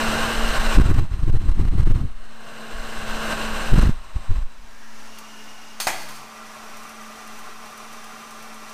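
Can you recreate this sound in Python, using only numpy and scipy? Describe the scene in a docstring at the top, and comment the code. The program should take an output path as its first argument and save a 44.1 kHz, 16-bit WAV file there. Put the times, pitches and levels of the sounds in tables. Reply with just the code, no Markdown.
"""Heat gun in a garage

A heat gun warms a rubber hose a hand's width from the microphone: coloured noise for the fan rush over a motor hum.
Twice it turns side-on and its draught buffets the microphone in heavy thuds: swells of pressure and low noise.
Then it is swung away and set down with a click and a clack, noise bursts ringing through resonances,
and runs on, ticking faintly on the floor. A low groan slides down after the clack."""
import sys
import numpy as np
from scipy import signal
from scipy.fft import rfft, irfft, next_fast_len
from scipy.io import wavfile
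from scipy.ndimage import uniform_filter1d, map_coordinates

SR = 44100
rng = np.random.default_rng(int(sys.argv[2]) if len(sys.argv) > 2 else 0)


def unload_wav(signal):
    """Save mono or channel-first audio to the path in sys.argv[1] as 16-bit WAV at rate SR, clipped to [-1, 1]."""
    wavfile.write(
        sys.argv[1],
        SR,
        np.round(np.clip(np.atleast_2d(signal).T, -1, 1) * 32767).astype(np.int16),
    )


N = 384993
T = np.arange(N) / SR  # time in seconds

# Thuds, each a knot of eddies that hits the microphone.
# Each row: centre in seconds, suction in dB, duration in seconds.
THUD_ROWS = [(.755, -6, 0.012), (.78, 9.5, 0.0098), (0.8, -2.5, 0.0025), (0.816, -0.5, 0.008),
             (.861, -4.5, .009), (0.904, 0, 0.034), (0.946, -5.5, 0.0066), (0.988, 1, .018),
             (1.118, -12.5, 0.0055), (1.142, -10.5, 0.0065), (1.196, -16, 0.0056), (1.234, -4.5, 0.013),
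             (1.28, -4.5, 0.021), (1.298, -4.5, 0.0053), (1.35, -1, 0.019), (1.369, -6, 0.0079),
             (1.418, -15.5, .019), (1.462, -16, 0.0066), (1.491, 0, 0.012), (1.518, -11, 0.0079),
             (1.598, -1.5, 0.014), (1.614, -6, 0.004), (1.653, -9.5, 0.0039), (1.682, -7.5, 0.014),
             (1.784, -3.5, 0.014), (1.801, 0, 0.0059), (1.833, -9.5, 0.0059), (1.873, -4, .014),
             (1.911, -1, 0.022), (1.96, -6.5, 0.0038), (2.015, -12, .006), (3.704, -10, 0.023),
             (3.733, 5.5, 0.016), (3.761, -9, 0.0066), (3.782, -2, 0.0026), (3.79, 5, 0.0085),
             (3.832, -0.5, .013), (3.858, -11, 0.0066), (3.873, -6.5, 0.0083), (3.895, -4, 0.0034),
             (4.164, -9.5, 0.0063), (4.31, -2, 0.024), (4.364, -10.5, .011), (4.386, -8, 0.012),
             (4.423, -12, 0.013)]


def gun_held(rush_db=2.5, hiss_db=-20, flicker_db=1.0, hum_side_db=-11.5, hum_beam_db=5.5, beam=4.3):
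    """Close by: a broad rush from the intake, more hollow from the side; the hum beams out of the intake."""
    # Gun in the hand. Each row: time in seconds, base level in dB, how squarely the intake faces the mic (0-1).
    pose = [(0, -26, 1), (.75, -27.5, 0.72), (.84, -35.5, 0.54), (1.0, -40.5, 0.2), (1.08, -51, 0),
            (1.33, -48, 0), (1.96, -46.5, 0.02), (2.14, -52.5, 0.6), (2.62, -41, 1), (3.25, -31, 0.92),
            (3.83, -31.5, 0.89), (3.97, -48.5, 0.11), (4.35, -47, 0), (4.55, -54, 0.03)]
    # Colour of the rush from behind. Each row: frequency in Hz, density in dB per Hz.
    intake_colour = [(60, -31), (130, -10), (280, -13), (400, -10), (672, -11), (1300, -13), (1560, -5.5),
                     (1920, -16), (2840, -13), (3340, -21), (4020, -24.5), (8260, -25.5), (15000, -47.5)]
    # Colour of the rush from the side. Each row: frequency in Hz, density in dB per Hz.
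    side_colour = [(120, -2.5), (400, -11.5), (700, -6), (1100, -4), (1700, -6.5), (2500, -7.5),
                   (4200, -18.5), (6000, -18.5), (8700, -19), (9800, -25), (15000, -88)]
    # Resonances of the fan housing and barrel. Each row: centre in Hz, width in Hz, lift in dB.
    housing = [(642, 110, 4.5), (1114, 220, 6.5), (1590, 330, 0.5), (2040, 105, 3), (2270, 260, -5.5),
               (2816, 150, 3), (3660, 260, 1.5), (4064, 330, 9.5), (5170, 200, 2), (6380, 370, 5.5),
               (6630, 450, -9), (6940, 220, 1.5), (8380, 230, 5)]
    jet_lift_db = 6.5  # greatest swell of the side-on rush round a thud

    level_db, facing = curve(pose)
    facing = np.clip(facing, 0, 1)
    side_on = 1 - facing
    rush = np.sqrt(facing) * noise(intake_colour, housing) + np.sqrt(side_on) * noise(side_colour, housing)
    rush = drift(rush, share=0.016, rate=3)
    # above the housing's resonances only the hiss of the intake slots is left
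    hiss = noise([(7000, -47), (9500, -13.0), (11000, -5.5), (13000, -2), (15000, -11.0)])
    air = cut(rush, 10100, "low", order=6) * undb(rush_db) + hiss * undb(hiss_db)
    air = reflect(air, travel=0.091 * facing, share=0.068)
    jet_db = jet_lift_db * side_on * jet_aim()
    air = air * undb(level_db + jet_db + flicker_db * walk(45))
    return air + hum(level_db + hum_side_db + hum_beam_db * facing ** beam)


def jet_aim(aim_s=0.017):
    """How nearly the nozzle points at the microphone, 0-1: it swings through the aim at each thud."""
    return np.minimum(pulses([(s, db / 2, aim_s) for s, db, _ in THUD_ROWS]), 1)


def gun_away(hum_db=-11.0, flicker_db=0.48, settle_s=0.87):
    """Further off and heard round the car; the colour drifts as it is lowered and settles on the floor."""
    # Colour of the rush while lowered. Each row: frequency in Hz, density in dB per Hz.
    low_colour = [(100, -24), (180, -17.5), (255, -13.5), (310, -17), (480, -18), (620, -12.5),
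                  (1150, -11.5), (1500, -13), (2860, -19), (3430, -22), (5690, -22.5), (8500, -28.5),
                  (15000, -36.5)]
    # Colour of the rush while lying. Each row: frequency in Hz, density in dB per Hz.
    floor_colour = [(100, -20.5), (170, -18.5), (230, -9.5), (290, -19), (350, -16), (520, -17.5),
                    (620, -15), (800, -11), (1180, -9), (1500, -13.5), (3430, -21), (5920, -24),
                    (9000, -26.5), (15000, -34.5)]
    # Resonances between gun, floor and car. Each row: centre in Hz, width in Hz, lift in dB.
    under_car = [(619, 48, 8), (735, 32, 5.5), (830, 44, 2.5), (896, 63, -9), (993, 36, 6), (1168, 73, 7),
                 (1375, 29, 7.5), (1620, 25, 2.5), (1970, 19, 7), (2550, 470, 3), (5870, 550, 6)]
    # Gun resonances that face the microphone in passing as it is lowered.
    # Each row: centre in seconds, duration in seconds, frequency in Hz, width in Hz, dB relative to the rush.
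    glints = [(4.85, 0.37, 1660, 180, -5), (5.24, 0.1, 1175, 35, -1.5), (5.48, 0.89, 2850, 55, -8),
              (5.24, 1.9, 5750, 910, -10.5)]
    swung_s, lowering_s, landed_s = 4.77, 0.35, 5.7
    # the level swells slowly from 4.77 s, and again from 5.7 s
    swung_db, lowered_db, lying_db = -48.5, -44.5, -40.5

    lowering = ramp(swung_s, lowering_s)
    settling = ramp(landed_s, settle_s)
    level_db = swung_db + (lowered_db - swung_db) * lowering + (lying_db - lowered_db) * settling

    swung = noise(low_colour)
    for s, length, hz, width, db in glints:
        band = cut(rng.standard_normal(N), [hz - width / 2, hz + width / 2], "band", order=1)
        swung = swung + undb(db) * bell(T - s, length) * unit(band)

    lying = drift(noise(floor_colour, under_car), share=0.011, rate=5)
    down = ramp(landed_s, 0.28)
    rush = np.sqrt(1 - down) * swung + np.sqrt(down) * lying
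    rush = reflect(rush, travel=0.329 * ramp(4.63, 1.3), share=0.14)
    return rush * undb(level_db + flicker_db * walk(30)) + hum(level_db + hum_db)


def hum(level_db, wobble=0.00599, waver_db=2.3, blur=0.012):
    """The motor's slightly unbalanced fan: a shaft tone with overtones smeared by the air."""
    # Speed of the motor. Each row: time in seconds, shaft rate in Hz.
    shaft = [(0, 224.5), (2.85, 223.7), (3.3, 221.2), (4.5, 227.4), (5.4, 218.1), (7.6, 221.1), (8.73, 220)]
    # Hum and overtones. Each row: multiple of the shaft rate, relative level in dB.
    partials = [(1, 1), (2, -16.5), (3, -19.5), (4, -19), (5, -34)]

    hz = curve(shaft)[0]
    phase = 2 * np.pi * np.cumsum(hz * (1 + wobble * walk(14))) / SR
    smear = 2 * np.pi * np.cumsum(hz * blur * walk(90)) / SR
    stack = np.zeros(N)
    for k, db in partials:
        # the smear cancels in the shaft tone and grows with each overtone
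        stack += undb(db + waver_db * walk(12)) * np.sin(k * (phase + smear) - smear)
    return np.sqrt(2) * stack * undb(level_db)


def draught(sway_db=1, flutter_db=-1.5, rough=0.59):
    """Air over the microphone port: gusts sway and flutter, thuds suck raggedly, surges press smoothly."""
    # The draught sweeps over the microphone.
    # Each row: start of the hold in seconds, hold in seconds, sway and flutter in dB before their trims.
    gusts = [(0.025, 0.3, -25.5, -40), (0.396, 0.38, -18, -48), (0.786, 0.24, -26, -19),
             (1.124, 0.21, -29, -31.5), (1.278, 0.28, -22.5, -25.5), (1.6, 0.45, -20.5, -22.5),
             (2.756, 0.035, -25, -61), (2.985, 0.45, -32, -46), (3.49, 0.45, -25.5, -62),
             (3.748, 0.14, -27, -15.5), (4.163, 0.03, -30.5, -40), (4.315, .06, -28.5, -35.5),
             (4.598, .02, -34.5, -64)]
    # Colour of the flutter. Each row: frequency in Hz, density in dB per Hz.
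    flutter_colour = [(15, -40), (55, 13.5), (110, 7.5), (200, 0), (350, -8.5), (600, -30), (1500, -57),
                      (5000, -77)]
    # Surges: the jet presses smoothly on the microphone and chokes the hiss.
    # Each row: centre in seconds, pressure in dB, duration in seconds.
    surges = [(.592, -7.5, 0.015), (1.317, -6.5, 0.013), (1.39, -7, 0.016), (1.54, -8.5, .025),
              (1.702, -5.5, 0.021), (1.85, -3.5, .014), (1.934, -4, 0.012), (3.925, -12, 0.02),
              (4.455, -17, 0.028)]
    attack_s, sway_t60_s, flutter_t60_s = 0.065, 0.45, 0.12
    vent_hz, sag_hz, sag_db = 3.45, 0.21, -6.5  # the capsule's recovery: a quick swing back, then a slow sag

    slow = swells([(s, hold, db) for s, hold, db, _ in gusts], attack_s, sway_t60_s)
    fast = swells([(s, hold, db) for s, hold, _, db in gusts], attack_s, flutter_t60_s)
    sway = noise([(8, -2.5), (20, 5.5), (35, -12.0), (60, -15.5), (150, -73), (600, -75)])
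    sway = sway * slow * undb(sway_db)
    flutter = noise(flutter_colour) * fast * undb(flutter_db)
    suction = thuds()
    surge = pulses(surges)

    # strong eddies in a fluttering gust break up most
    grain = noise([(60, 1.5), (190, 3.5), (340, -2.5), (600, -19), (1500, -22.5), (5000, -45.5)])
    ragged = 1 + rough * np.sqrt(suction * fast) * grain
    # a passing gust sweeps the small turbulence aside
    swept = 1 + 3 * uniform_filter1d(suction, size=SR // 50) + 10 * surge
    turbulence = (sway + flutter) / swept

    # the capsule's vent lets the pressure swing back after each gust
    pressure = cut(surge - suction * ragged, vent_hz, "high", order=1)
    # a slow, smooth sag outlasts the buffeting
    sag = cut(cut(suction, sag_hz, "low", order=1), sag_hz, "low", order=1)
    return turbulence + pressure - undb(sag_db) * sag


def thuds(breakup_db=-4.5, eddy_hz=103, eddy_jitter=0.16, eddy_depth=0.5):
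    """Each thud is a swell of suction, strongest in the middle; long, strong ones break up into eddies."""
    out = np.zeros(N)
    for (s, db, length), chance in zip(THUD_ROWS, rng.standard_normal(len(THUD_ROWS))):
        t = np.arange(-2 * length, 2 * length, 1 / SR)
        depth = eddy_depth * undb(min(db - breakup_db, 0)) ** 2  # weaker thuds stay smoother
        rate = eddy_hz * np.exp(eddy_jitter * chance)
        eddies = 1 - depth * np.sin(np.pi * rate * t) ** 2
        add(out, s + t[0], undb(db) * bell(t, length) * eddies)
    return out


def knocks(tick_db=-3, ring_db=-1.0, scrape_db=-3):
    """Steel nozzle and plastic body knock on the concrete; the loose nozzle chatters and ticks."""
    # The gun meets the floor, nozzle first, and rocks once.
    # Each row: time in seconds, steel nozzle in dB, plastic body in dB.
    floor_knocks = [(5.801, -24, -33.5), (5.8696, -29, -18.5), (6.087, -43, -50)]
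    # The nozzle ticks. Each row: time in seconds, level in dB before the trim.
    ticks = [(5.186, -31.5), (5.4415, -44), (6.768, -36), (6.8336, -38), (6.8934, -38), (7.2744, -37),
             (7.3906, -37.5), (7.658, -40), (7.776, -37), (7.9274, -39), (8.0426, -37), (8.308, -37),
             (8.425, -37), (8.542, -39), (8.6949, -35.5)]
    # Resonances of the steel nozzle. Each row: centre in Hz, width in Hz, lift in dB.
    nozzle = [(4500, 260, 6), (6080, 130, 7), (6450, 140, 16), (7400, 220, 11), (8130, 240, 11),
              (9020, 330, 16), (10330, 300, 12), (10980, 260, 10), (11900, 330, 9), (13100, 260, 7),
              (13780, 380, 13)]
    # Resonances of the plastic body. Each row: centre in Hz, width in Hz, lift in dB.
    body = [(668, 35, 1), (770, 43, 6), (935, 90, 6), (1130, 70, -5), (1430, 140, -10), (1990, 100, 8),
            (2460, 110, 6), (3270, 110, 15), (4200, 82, 10)]
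    # Crack of the steel. Each row: frequency in Hz, density in dB per Hz.
    steel_crack = [(300, -20), (1500, 4), (3000, 2.5), (4600, 5), (7000, -1), (10000, -5.5), (15000, -7)]
    # Crack of the body. Each row: frequency in Hz, density in dB per Hz.
    body_crack = [(100, -17), (300, -9), (700, 3), (1300, 1), (2300, -1), (3300, -12), (8000, -9),
                  (15000, -22)]
    chatter_s, chatter_hold_s, chatter_t60_s, chatter_db = 5.95, 0.24, 0.25, -47

    out = np.zeros(N)
    for s, steel_db, body_db in floor_knocks:
        click = strike(nozzle, steel_crack, crack_t60=0.081, ring_t60=0.33, ring_db=-2.0)
        clack = strike(body, body_crack, crack_t60=0.16, ring_t60=0.33, ring_db=-4.5)
        add(out, s, undb(steel_db) * click)
        add(out, s, undb(body_db) * clack)
    for s, db in ticks:
        tick = strike(nozzle, steel_crack, crack_t60=0.041, ring_t60=0.095, ring_db=-5.5)
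        add(out, s, undb(db + tick_db) * cut(tick, 6200, "high"))

    # the nozzle chatters on the concrete until it settles
    chatter = swells([(chatter_s, chatter_hold_s, chatter_db)], attack=0.04, t60=chatter_t60_s)
    chatter = chatter * undb(2.2 * walk(70))
    ring = undb(ring_db) * noise(steel_crack, nozzle)
    scrape = undb(scrape_db) * noise(steel_crack)
    return out + (ring + scrape) * chatter


def strike(modes, crack, crack_t60, ring_t60, ring_db, snap_t60=0.022, size=SR // 2):
    """One blow: a hard snap of contact, a short broad crack, then the struck part's resonances ring on."""
    t = np.arange(size) / SR
    ring = noise(crack, modes, size=size) * fade(t, ring_t60)
    snap = cut(noise(crack, size=size), 5000, "low") * fade(t, snap_t60)
    burst = noise(crack, size=size) * fade(t, crack_t60)
    return snap + burst + undb(ring_db) * ring


def groan(wobble=0.027, waver_db=2):
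    """A faint, wavering low tone that slides down as the gun settles after the clack."""
    centre_s, length_s, centre_hz, octaves_per_s, level_db = 6.12, 0.22, 145, -1.3, -54
    hz = centre_hz * 2 ** (octaves_per_s * np.clip(T - centre_s, -1, 1))
    phase = 2 * np.pi * np.cumsum(hz * (1 + wobble * walk(60))) / SR
    return np.sqrt(2) * np.sin(phase) * bell(T - centre_s, length_s) * undb(level_db + waver_db * walk(36))


def garage(x, wet_db=-11, t60=1.0, size=SR):
    """The diffuse tail of the garage: the sound convolved with decaying, coloured noise."""
    t = np.arange(size) / SR
    tail = noise([(120, 8.0), (900, 3.5), (4500, 4.0), (9000, -3), (15000, -1)], size=size)
    tail = tail * fade(t, t60) * np.minimum(t / 0.022, 1)
    tail = tail / np.sqrt(np.sum(tail ** 2))
    return x + undb(wet_db) * signal.fftconvolve(x, tail)[:N]


def slow_drift(level_db=-40.5):
    """A slow pressure drift: noise with nearly all its energy below hearing."""
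    colour = [(1.5, 11.0), (18, -81), (30, -28), (80, -38), (160, -61.0), (600, -59), (4000, -90)]
    return undb(level_db) * noise(colour)


def reflect(x, travel, share=.2, count=7):
    """Echoes off nearby panels comb the sound; each path changes as the gun travels (m)."""
    paths = rng.uniform([.4, -1], [3.5, 1], (count, 2))  # extra path in metres, change per metre of travel
    echoes = sum(np.interp(T - (metres + slope * travel) / 343, T, x) for metres, slope in paths)
    return (x + share * echoes) / np.sqrt(1 + count * share ** 2)


def drift(x, share, rate):
    """Lets every resonance of a sound wander in pitch by a small share, by varying the reading speed."""
    return map_coordinates(x, [np.cumsum(1 + share * walk(rate))], mode="mirror")


def noise(points, resonances=(), size=N):
    """Noise of rms 1 with a smooth colour, lifted or dipped at each resonance."""
    n = next_fast_len(size)
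    f = np.arange(n // 2 + 1) * SR / n + 1e-3
    hz, db = np.transpose(points)
    shape = np.interp(np.log(f), np.log(hz), db)
    for centre, width, lift in resonances:
        shape = shape + lift / (1 + (2 * (f - centre) / width) ** 2)
    gain = undb(shape) / np.hypot(1, (hz[0] / f / 2) ** 2)  # rolls off below the first point
    return unit(irfft(rfft(rng.standard_normal(n)) * gain, n)[:size])


def walk(rate):
    """Random levels held 1 / rate s and slewed twice; spread near 1."""
    k = int(SR / rate)
    steps = np.repeat(rng.standard_normal(N // k + 1), k)
    return 1.3 * uniform_filter1d(uniform_filter1d(steps, k), k)[:N]


def swells(rows, attack, t60):
    """For each (s, hold s, dB): rises to its level by s, holds, then dies away."""
    out = np.zeros(N)
    for s, hold, db in rows:
        t = np.arange(-min(attack, s), hold + t60, 1 / SR)
        rise = np.minimum(1 + t / attack, 1) ** 2
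        add(out, s + t[0], undb(db) * rise * fade(np.maximum(t - hold, 0), t60))
    return out


def pulses(rows):
    """A bell-shaped pressure pulse for each (s, dB, duration s)."""
    out = np.zeros(N)
    for s, db, length in rows:
        t = np.arange(-2 * length, 2 * length, 1 / SR)
        add(out, s - 2 * length, undb(db) * bell(t, length))
    return out


def bell(t, length):
    """A swell of height 1 that stays above one half for this length."""
    return .5 ** ((2 * t / length) ** 2)


def fade(t, t60):
    """Exponential decay by 60 dB in t60 seconds."""
    return np.exp(-np.log(1000) * t / t60)


def ramp(start, length):
    """From 0 to 1 over a stretch of time."""
    return np.clip((T - start) / length, 0, 1)


def curve(rows):
    """Every column of a table after its times, as a signal."""
    s, *columns = np.transpose(rows)
    return [np.interp(T, s, c) for c in columns]


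def cut(x, hz, kind, order=2):
    """Butterworth filter."""
    return signal.sosfilt(signal.butter(order, hz, kind, fs=SR, output="sos"), x)


def add(out, s, sound):
    """Mix a sound in at time s."""
    i = int(s * SR)
    out[i:i + len(sound)] += sound[:N - i]


def undb(db):
    """Decibels to gain."""
    return 10 ** (np.asarray(db) / 20)


def unit(x):
    """Scale to rms 1."""
    return x / np.sqrt(np.mean(x ** 2))


def scene():
    """The gun near and then away with its hum, its draught, knocks and groan, and a slow pressure drift."""
    away = ramp(4.44, 0.4)
    gun = np.sqrt(1 - away) * gun_held() + np.sqrt(away) * gun_away()
    return (gun + draught() + garage(knocks()) + groan() + slow_drift())[None]


def record(dry, push_limit=0.47, pull_limit=0.94, top_hz=15200):
    """The microphone overloads sooner on push than on pull, so gusts choke the hiss; the top is cut."""
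    limit = np.where(dry > 0, push_limit, pull_limit)
    overloaded = limit * np.tanh(dry / limit)
    return signal.sosfilt(signal.ellip(8, .2, 70, top_hz, fs=SR, output="sos"), overloaded)


dry = scene()
out = record(dry)
unload_wav(out)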